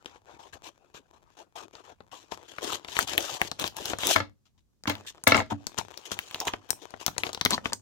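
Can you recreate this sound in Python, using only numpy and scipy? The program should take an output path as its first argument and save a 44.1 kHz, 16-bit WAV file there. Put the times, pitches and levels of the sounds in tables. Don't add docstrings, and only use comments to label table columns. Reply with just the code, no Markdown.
import sys
import numpy as np
from scipy import signal
from scipy.fft import rfft, irfft
from scipy.io import wavfile
from scipy.ndimage import uniform_filter1d, map_coordinates

SR = 44100
rng = np.random.default_rng(int(sys.argv[2]) if len(sys.argv) > 2 else 0)


def volts_from_db(level):
    exponent = np.asarray(level, float) / 20
    return 10 ** exponent


def master(y):
    cut = np.clip(np.atleast_2d(y).T, -1, 1)
    pcm = np.round(cut * 32767)
    wavfile.write(sys.argv[1], SR, pcm.astype(np.int16))


N = 344499
LEAD = 1.2


def unit(x):
    return x / np.sqrt(np.mean(x ** 2) + 1e-20)


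def along(points, hz):
    f, v = np.transpose(points)
    return np.interp(np.log(hz + 1), np.log(f + 1), v)


def curves(rows):
    s, *columns = np.transpose(rows)
    return [np.interp(np.arange(N) / SR, s, column) for column in columns]


def wobble(rate):
    knots = rng.standard_normal(int(N * rate / SR) + 4)
    return map_coordinates(knots, [np.arange(N) * rate / SR])


def coloured(x, spectrum):
    m = 4096
    gain = volts_from_db(along(spectrum, np.fft.rfftfreq(m, 1 / SR)))
    cepstrum = irfft(np.log(gain + 1e-6), m)
    cepstrum[1:m // 2] *= 2
    cepstrum[m // 2 + 1:] = 0
    response = irfft(np.exp(rfft(cepstrum)), m)
    return signal.fftconvolve(x, response[None], axes=1)[:, :N]


def twins(length, alike):
    noise, alike = rng.standard_normal((3, length)), np.clip(alike, 0, 1)
    return np.sqrt(alike) * noise[0] + np.sqrt(1 - alike) * noise[1:]


def add(pair, s, sounds, pan_db):
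    for side, sign in enumerate((1, -1)):
        start = round(s * SR - sign * LEAD * pan_db / 2)
        pair[side, start:start + sounds.shape[1]] += volts_from_db(sign * pan_db / 2) * sounds[side]


def heard(x, pan_db, alike):
    alike = np.clip(alike, 0, 1)
    late = np.interp(np.arange(N) - LEAD * pan_db, np.arange(N), x[0])
    shared = np.array([x[0], late])
    return volts_from_db([pan_db / 2, -pan_db / 2]) * (np.sqrt(alike) * shared + np.sqrt(1 - alike) * x[1:])


# frequency_hz, relative density_db (per Hz)
AIR_COLOUR = [(25, -16), (69, -17), (229, -27), (700, -46), (2000, -53), (6700, -49), (9000, -55),
              (16000, -57)]


def air():
    steady_db = -69
    steady = unit(coloured(rng.standard_normal((2, N)), AIR_COLOUR))
    low = signal.sosfilt(signal.butter(2, 250, fs=SR, output="sos"), steady)
    lumps = volts_from_db(4.5 * wobble(9))
    return volts_from_db(steady_db) * (steady + (lumps - 1) * low)


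# frequency_hz, t60_s
ROOM_DECAY = [(100, 0.44), (1000, 0.11), (12000, 0.17)]


def room(x):
    out, step = np.zeros((2, N + SR)), SR // 5
    delay = 130
    for start in range(0, N, step):
        hz, t, z = signal.stft(rng.standard_normal((2, SR // 3)), SR, nperseg=256)
        decay = volts_from_db(-60 * t / along(ROOM_DECAY, hz)[:, None])
        tail = signal.istft(z * decay, SR, nperseg=256)[1]
        tail = tail / np.linalg.norm(tail[0])
        source = x[:, start:start + step].mean(0)
        wet = signal.fftconvolve(source[None], tail, axes=1)
        out[:, start + delay:start + delay + wet.shape[1]] += wet
    return out[:, :N]


def slips(per_s, spread_db, smooth):
    hit = rng.random((3, N)) < per_s / SR
    size_db = spread_db * np.minimum(rng.exponential(size=(3, N)), 3.5)
    size = volts_from_db(size_db) * rng.standard_normal((3, N))
    return unit(hit * size) + smooth * rng.standard_normal((3, N))


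def shifting(x, patchy_db):
    z = signal.stft(x, nperseg=256)[2]
    field = rng.standard_normal(z.shape[1:])
    field = uniform_filter1d(field, size=2, axis=0)
    field = uniform_filter1d(field, size=14, axis=1)
    return signal.istft(z * volts_from_db(patchy_db * unit(field)), nperseg=256)[1][:, :N]


# time_s, relative level_db
HELD = [(0, -66.5), (.22, -74), (.8, -69), (1.23, -74.5), (1.32, -65.5), (1.52, -79), (1.68, -69.5),
        (2.07, -77), (2.25, -62.5), (2.8, -60), (3.4, -59), (3.64, -62), (3.97, -55), (4.24, -64.5),
        (4.36, -90), (4.8, -95), (4.97, -56.5), (5.16, -65.5), (5.85, -61.5), (6.15, -54), (6.5, -51.5),
        (6.6, -63), (7.05, -62), (7.3, -57.5), (7.62, -62.5), (7.81, -77)]
# start_s, length_s, relative
# level_db, swell_db (over the stroke), brightness_db
CUTS = [(0.629, 0.047, -50.5, 10, 0.5), (1.553, 0.091, -47, -6, -4.5), (2.478, 0.16, -55.5, -6, 1),
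        (2.617, 0.14, -37.5, 5.5, 0), (2.876, 0.15, -45, 13.5, 5), (3.071, 0.082, -39, -9, 1.5),
        (3.168, 0.2, -40.5, -1, 1.5), (3.391, 0.085, -44.5, 5.5, -0.5), (3.589, 0.086, -38, -2.5, 1.5),
        (3.76, 0.16, -42.5, 5.5, 2.5), (3.984, 0.12, -38, 16.5, 5)]
# start_s, length_s, relative level_db, brightness_db
RUBS = [(0.056, 0.11, -59.5, -2.5), (0.264, 0.1, -54.5, -9), (0.389, 0.1, -53, -6.5),
        (0.525, 0.018, -47, -1), (0.94, 0.037, -51.5, 0.5), (1.128, 0.045, -60, -9.5),
        (1.368, 0.057, -51, -5.5), (1.727, 0.09, -55.5, -5.5), (1.835, 0.087, -53, -7.5),
        (2.113, 0.12, -53.5, -0.5), (2.312, 0.035, -43, -1.5), (4.101, 0.033, -40, 16.5),
        (4.148, 0.045, -35, -1), (4.453, 0.016, -72.5, 9), (4.577, 0.015, -72, 5),
        (4.869, 0.051, -35, -2.5), (5.063, 0.035, -63, 23), (5.266, 0.049, -32, 2.5),
        (5.348, 0.051, -25.5, -10.5), (5.5, 0.025, -29.5, -13), (5.776, 0.023, -35.5, -0.5),
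        (6.051, 0.012, -59.5, 19.5), (6.113, 0.011, -41.5, 10.5), (6.407, 0.0099, -33.5, -2),
        (6.468, 0.0089, -23, -3), (6.816, 0.024, -48.5, -2), (6.996, 0.035, -49.5, 4),
        (7.177, 0.037, -49.5, 2.5), (7.243, 0.044, -41, -3.5), (7.493, 0.073, -44, 3.5),
        (7.641, 0.059, -45.5, -0.5)]


def at_force(x, lumps, bright, sag_db):
    attack_s, release_t60_s = 0.005, 0.083
    held_db, = curves(HELD)
    held_tone_db = 1.5 + 0.68 * (held_db + 53.0)
    power = volts_from_db(held_db + bright * held_tone_db) ** 2 / np.mean(x ** 2) * lumps ** 1.6
    rubs = [(s, length, db, -1 - sag_db, tone_db) for s, length, db, tone_db in RUBS]
    t = np.arange(SR // 2) / SR
    for s, length, db, swell_db, tone_db in CUTS + rubs:
        start = round(s * SR)
        swell = swell_db * (np.minimum(t / length, 1) - .5)
        release = -60 * np.maximum(t - length, 0) / release_t60_s
        gain = volts_from_db(db + bright * tone_db + swell + release) * (1 - np.exp(-t / attack_s))
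        usual = np.mean((lumps * x)[:, start:start + round(length * SR)] ** 2)
        stroke = (gain ** 2 / usual)[:N - start]
        power[start:start + len(t)] += stroke * lumps[start:start + len(t)] ** 2
    return np.sqrt(power) * x


# time_s, left_right_db
PLACE = [(0.0, 9), (2.02, 10), (5.48, 4), (5.79, 14.5), (6.5, 0), (6.72, 13), (7.81, 4.5)]
# frequency_hz, relative density_db (per Hz)
FLEX_COLOUR = [(24, -49), (80, -4), (177, -15), (337, 2), (521, -1), (944, 1.5), (1710, -9), (2040, -16.5),
               (2600, -9.5), (3380, -34.5), (5720, -120)]
# frequency_hz, relative density_db (per Hz)
SCRAPE_COLOUR = [(940, -38.5), (1600, -9), (2190, -10.5), (2960, -1), (3330, -1), (4730, -8.5),
                 (6660, -4.5), (8920, -16), (15000, -18), (16500, -42)]


def rustle():
    pan_db, = curves(PLACE)
    clumps = unit(1.8 * wobble(28) + 2.4 * wobble(110))
    crinkles = 0.3 * slips(160, spread_db=2, smooth=0)
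    flex = coloured(crinkles + slips(600, spread_db=2.5, smooth=0.84), FLEX_COLOUR)
    scrape = coloured(crinkles + slips(1800, spread_db=-0.5, smooth=0.4), SCRAPE_COLOUR)
    flex = at_force(shifting(flex, patchy_db=5.5), volts_from_db(1.5 * clumps), bright=0, sag_db=3.5)
    scrape = at_force(shifting(scrape, patchy_db=2.8), volts_from_db(2.1 * clumps), bright=1, sag_db=5.5)
    power = uniform_filter1d(np.mean(scrape ** 2, 0), size=900)
    force_db = 10 * np.log10(np.abs(power) + 1e-12)
    top = signal.sosfiltfilt(signal.butter(3, 8000, "high", fs=SR, output="sos"), scrape)
    scrape = scrape + top * (volts_from_db(0.28 * np.clip(force_db + 33.5, -30, 6)) - 1)
    pops = slips(35, spread_db=3.5, smooth=0)
    ticks = 1.1 * unit(coloured(pops, FLEX_COLOUR)) + .45 * unit(coloured(pops, SCRAPE_COLOUR))
    ticks = volts_from_db(curves(HELD)[0]) * ticks
    film = heard(ticks, pan_db, alike=0.81)
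    film = film + heard(flex, pan_db, alike=0.41)
    return film + heard(scrape, pan_db, alike=0.1)


# time_s, relative level_db,
# relative boom_db (modes under 350 Hz), left_right_db
KNOCKS = [(4.161, -3, -24, 9), (4.202, -9.5, -19, 2), (4.874, -9, -11, -1), (4.898, -7.5, -20, 6.5),
          (5.271, 4.5, -23, 5.5), (5.32, 2.5, -21.5, 0.5), (5.345, 0, -19, 7.5), (5.358, -11, -21, 7.5),
          (5.377, -10.5, -15, 12), (5.402, -11, -35, -1.5), (5.517, -29, 8.5, 3.5)]
# frequency_hz, relative level_db, t60_s
TABLE_MODES = [(99, -4.5, .22), (109, -7, .18), (226, -2, .1), (256, -5, .1), (288, -2, .15), (556, -9, .1),
               (638, -12, .15), (680, -13, .15), (879, -6, .09), (1360, 0, .05), (1725, -3, .05),
               (2121, 0, .045), (2229, 2, .045), (2750, -3, .03), (4300, -8, .025)]


def knocks():
    out, t = np.zeros((2, N + SR)), np.arange(SR // 2) / SR
    hz, level_db, t60 = np.transpose(TABLE_MODES)[:, :, None]
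    dull = signal.butter(4, (300, 4400), "band", fs=SR, output="sos")
    rise = 1 - np.exp(-t / 0.0007)
    contact = volts_from_db(20 - 60 * t / 0.0066) + volts_from_db(0 - 60 * t / 0.027) + volts_from_db(-1.0 - 60 * t / 0.17)
    for s, db, boom_db, pan_db in KNOCKS:
        u = rng.standard_normal((3, len(TABLE_MODES), 1))
        strength_db = level_db + 2 * u[0] + (hz < 350) * (boom_db + 16.5)
        decay = volts_from_db(strength_db - 60 * t / t60)
        phase = u[1:] * np.minimum(hz / 400, 2.5)
        onset = 1 - np.exp(-hz * t / 1.0)
        modes = (decay * onset * np.sin(2 * np.pi * hz * t + phase)).sum(1)
        shake = contact * signal.sosfilt(dull, twins(len(t), alike=0.19))
        body = (volts_from_db(strength_db - 60 * t / (0.5 * t60)) * np.sin(2 * np.pi * hz * t)).sum(0)
        body = body / np.linalg.norm(body[:SR // 50])
        rung = signal.fftconvolve(shake, body[None], axes=1)[:, :len(t)]
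        rattle = 0.99 * shake + 0.53 * rung
        add(out, s, volts_from_db(db - 19.5) * rise * (modes + rattle), pan_db)
    return out[:, :N]


# frequency_hz, width_hz, relative level_db
FOLD = [(323, 130, -9), (1050, 82, -6.5), (4130, 500, 5), (5700, 900, -8)]


def creak():
    start_s, length_s, slips_per_s, level_db = 7.5235, 0.036, 215, -16.5
    out, t = np.zeros((2, N + SR)), np.arange(SR // 20) / SR
    hz, width, mode_db = np.transpose(FOLD)[:, :, None]
    for at in np.arange(0, length_s, 1 / slips_per_s):
        u = rng.standard_normal((2, len(FOLD), 1))
        decay = volts_from_db(mode_db + 2 * u[0]) * np.exp(-np.pi * width * t)
        ring = (decay * np.sin(2 * np.pi * hz * (1 + 0.055 * u[1]) * t)).sum(0)
        swell = np.sin(np.pi * (at / length_s * 0.94 + 0.18))
        slip_s = start_s + at + 0.00049 * rng.standard_normal()
        add(out, slip_s, volts_from_db(level_db) * swell * np.array([ring, ring]), 5)
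    return out[:, :N]


# time_s, level_db (facet peak before left-right balance), facet pitch_hz, relative thump_db
SNAPS = [(0.059, -26.5, 3800, -15.5), (0.159, -52.5, 600, 4.5), (.946, -52, 3000, 4.5),
         (1.753, -33.5, 3770, -13.5), (2.005, -47, 3170, 2.5), (2.32, -34, 3660, 0.5),
         (2.584, -25.5, 1650, -14.5), (2.732, -18.5, 3100, -18), (2.847, -28, 3070, -16.5),
         (2.885, -29, 3300, -9.5), (2.967, -15, 3080, -16), (2.99, -6.5, 1380, -26),
         (3.088, -30.5, 3400, -10.5), (3.134, -20.5, 4000, -15), (3.179, -6, 2570, -25.5),
         (3.226, -25.5, 6850, -22), (3.416, -5.5, 1650, -18.5), (3.515, -19.5, 4700, -14),
         (3.597, -21.5, 3800, -28), (3.641, -14, 3900, -14), (3.677, -19, 4070, -26.5),
         (3.767, -22.5, 6500, -21), (3.856, -16, 4560, -20.5), (3.904, -32, 3540, -5),
         (3.934, -22.5, 3330, -3), (3.986, -23, 7100, -12), (4.034, -15.5, 2590, -15.5),
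         (4.07, -14, 5700, -26.5), (4.161, -6.5, 1487, -24.5), (4.837, -29, 4900, -18.5),
         (4.856, -23, 1450, -15), (4.877, -21.5, 3600, -23.5), (4.897, -19.5, 4280, -27.5),
         (4.953, -24.5, 3260, -18.5), (5.238, -18, 7600, -21.5), (5.18, -45, 3530, -7),
         (5.277, -9.5, 8460, -32), (5.368, -17.5, 6000, -20), (5.668, -18.5, 5480, -17.5),
         (5.786, -15.5, 5500, -14.5), (5.941, -36.5, 2600, -20.5), (5.975, -24.5, 4740, -23),
         (6.118, -18, 7300, -10.5), (6.19, -15, 2400, -27.5), (6.311, -27.5, 2640, -25.5),
         (6.345, -16.5, 3200, -20), (6.402, -14.5, 5400, -27.5), (6.453, -25.5, 6600, -22),
         (6.481, -13.5, 2480, -16), (6.536, -20, 2940, -6), (6.69, -41, 4170, -27),
         (6.705, -9.5, 5590, -25), (6.906, -38.5, 5700, -18), (6.939, -41, 1920, 3.5),
         (7.064, -7, 5300, -25), (7.08, -18.5, 4900, -9), (7.164, -41.5, 1100, -3), (7.181, -14, 5950, -14),
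         (7.235, -11, 2730, -20), (7.267, -21.5, 2930, -10.5), (7.292, -29.5, 4080, -7),
         (7.331, -22, 5700, -21), (7.347, -18.5, 4330, -19), (7.375, -29.5, 3800, -6.5),
         (7.412, -8.5, 4160, -18), (7.451, -4.5, 4870, -23.5), (7.46, -7.5, 2580, -12),
         (7.507, -9.5, 6530, -17.5), (7.515, -17, 1990, -14), (7.579, -27, 1620, -2),
         (7.657, -12.5, 2460, -11.5), (7.722, -32.5, 4240, 0.5), (7.732, -12.5, 5900, -20.5)]


def snaps():
    out, t = np.zeros((2, N + SR)), np.arange(SR // 10) / SR
    high = signal.butter(2, 5600, "high", fs=SR, output="sos")
    sheet = signal.butter(2, (210, 1400), "band", fs=SR, output="sos")
    rise = 1 - np.exp(-t / 0.000051)
    burst = volts_from_db(-60 * t / 0.0035) + volts_from_db(-12.5 - 60 * t / 0.025)
    puff = np.exp(-t / 0.0036) * np.sin(2 * np.pi * 175 * t) * (1 - t / 0.0069)
    boom = volts_from_db(-60 * t / 0.36) * np.sin(2 * np.pi * 101 * t) * (1 - np.exp(-t / 0.012))
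    sway = np.exp(-t / 0.0068) * np.sin(2 * np.pi * 70 * t)
    push = puff + 0.098 * boom + 0.17 * sway
    for s, db, hz, thump_db in SNAPS:
        at_blades = any(start - .01 < s < start + length for start, length, *_ in CUTS)
        crack_db = -5 - 1.4 * (thump_db + 24) + 6 * at_blades + 4 * np.log2(hz / 4000)
        facet = signal.butter(2, (hz * 0.71, hz * 1.337), "band", fs=SR, output="sos")
        ring = signal.sosfilt(facet, rise * burst * twins(len(t), alike=0.89))
        u = rng.random((3, 5, 1))
        notes = hz * np.where(np.arange(5)[:, None], 4.52 ** (u[0] - .75), 1)
        tones = (volts_from_db(-9 * u[1] - 60 * t / .014) * np.sin(2 * np.pi * notes * t)).sum(0)
        ring = ring / np.abs(ring).max() + 0.14 * tones
        thump = signal.sosfilt(sheet, rise * volts_from_db(-60 * t / 0.029) * twins(len(t), alike=0.46))
        crack = signal.sosfilt(high, rise * burst * twins(len(t), alike=0.16))
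        parts = zip((ring, thump, crack, push), (0, thump_db + 7.5, crack_db, thump_db - 6.0))
        sound = sum(volts_from_db(level) * part / np.abs(part).max() for part, level in parts)
        add(out, s, volts_from_db(db) * sound, np.interp(s, *np.transpose(PLACE)))
    return out[:, :N]


def scene():
    hits = snaps() + knocks() + creak()
    film = rustle()
    walls = room(volts_from_db(-10.5) * hits + volts_from_db(-25.5) * film)
    return hits + film + walls + air()


def top_cut(x):
    return signal.sosfilt(signal.butter(12, 16850, fs=SR, output="sos"), x)


def record(dry):
    thin = signal.sosfilt(signal.butter(2, 52, "high", fs=SR, output="sos"), dry)
    thin = signal.sosfilt(signal.butter(8, 16100, fs=SR, output="sos"), thin)
    return top_cut(np.clip(thin, -1, 1))


dry = scene()
out = record(dry)
master(out)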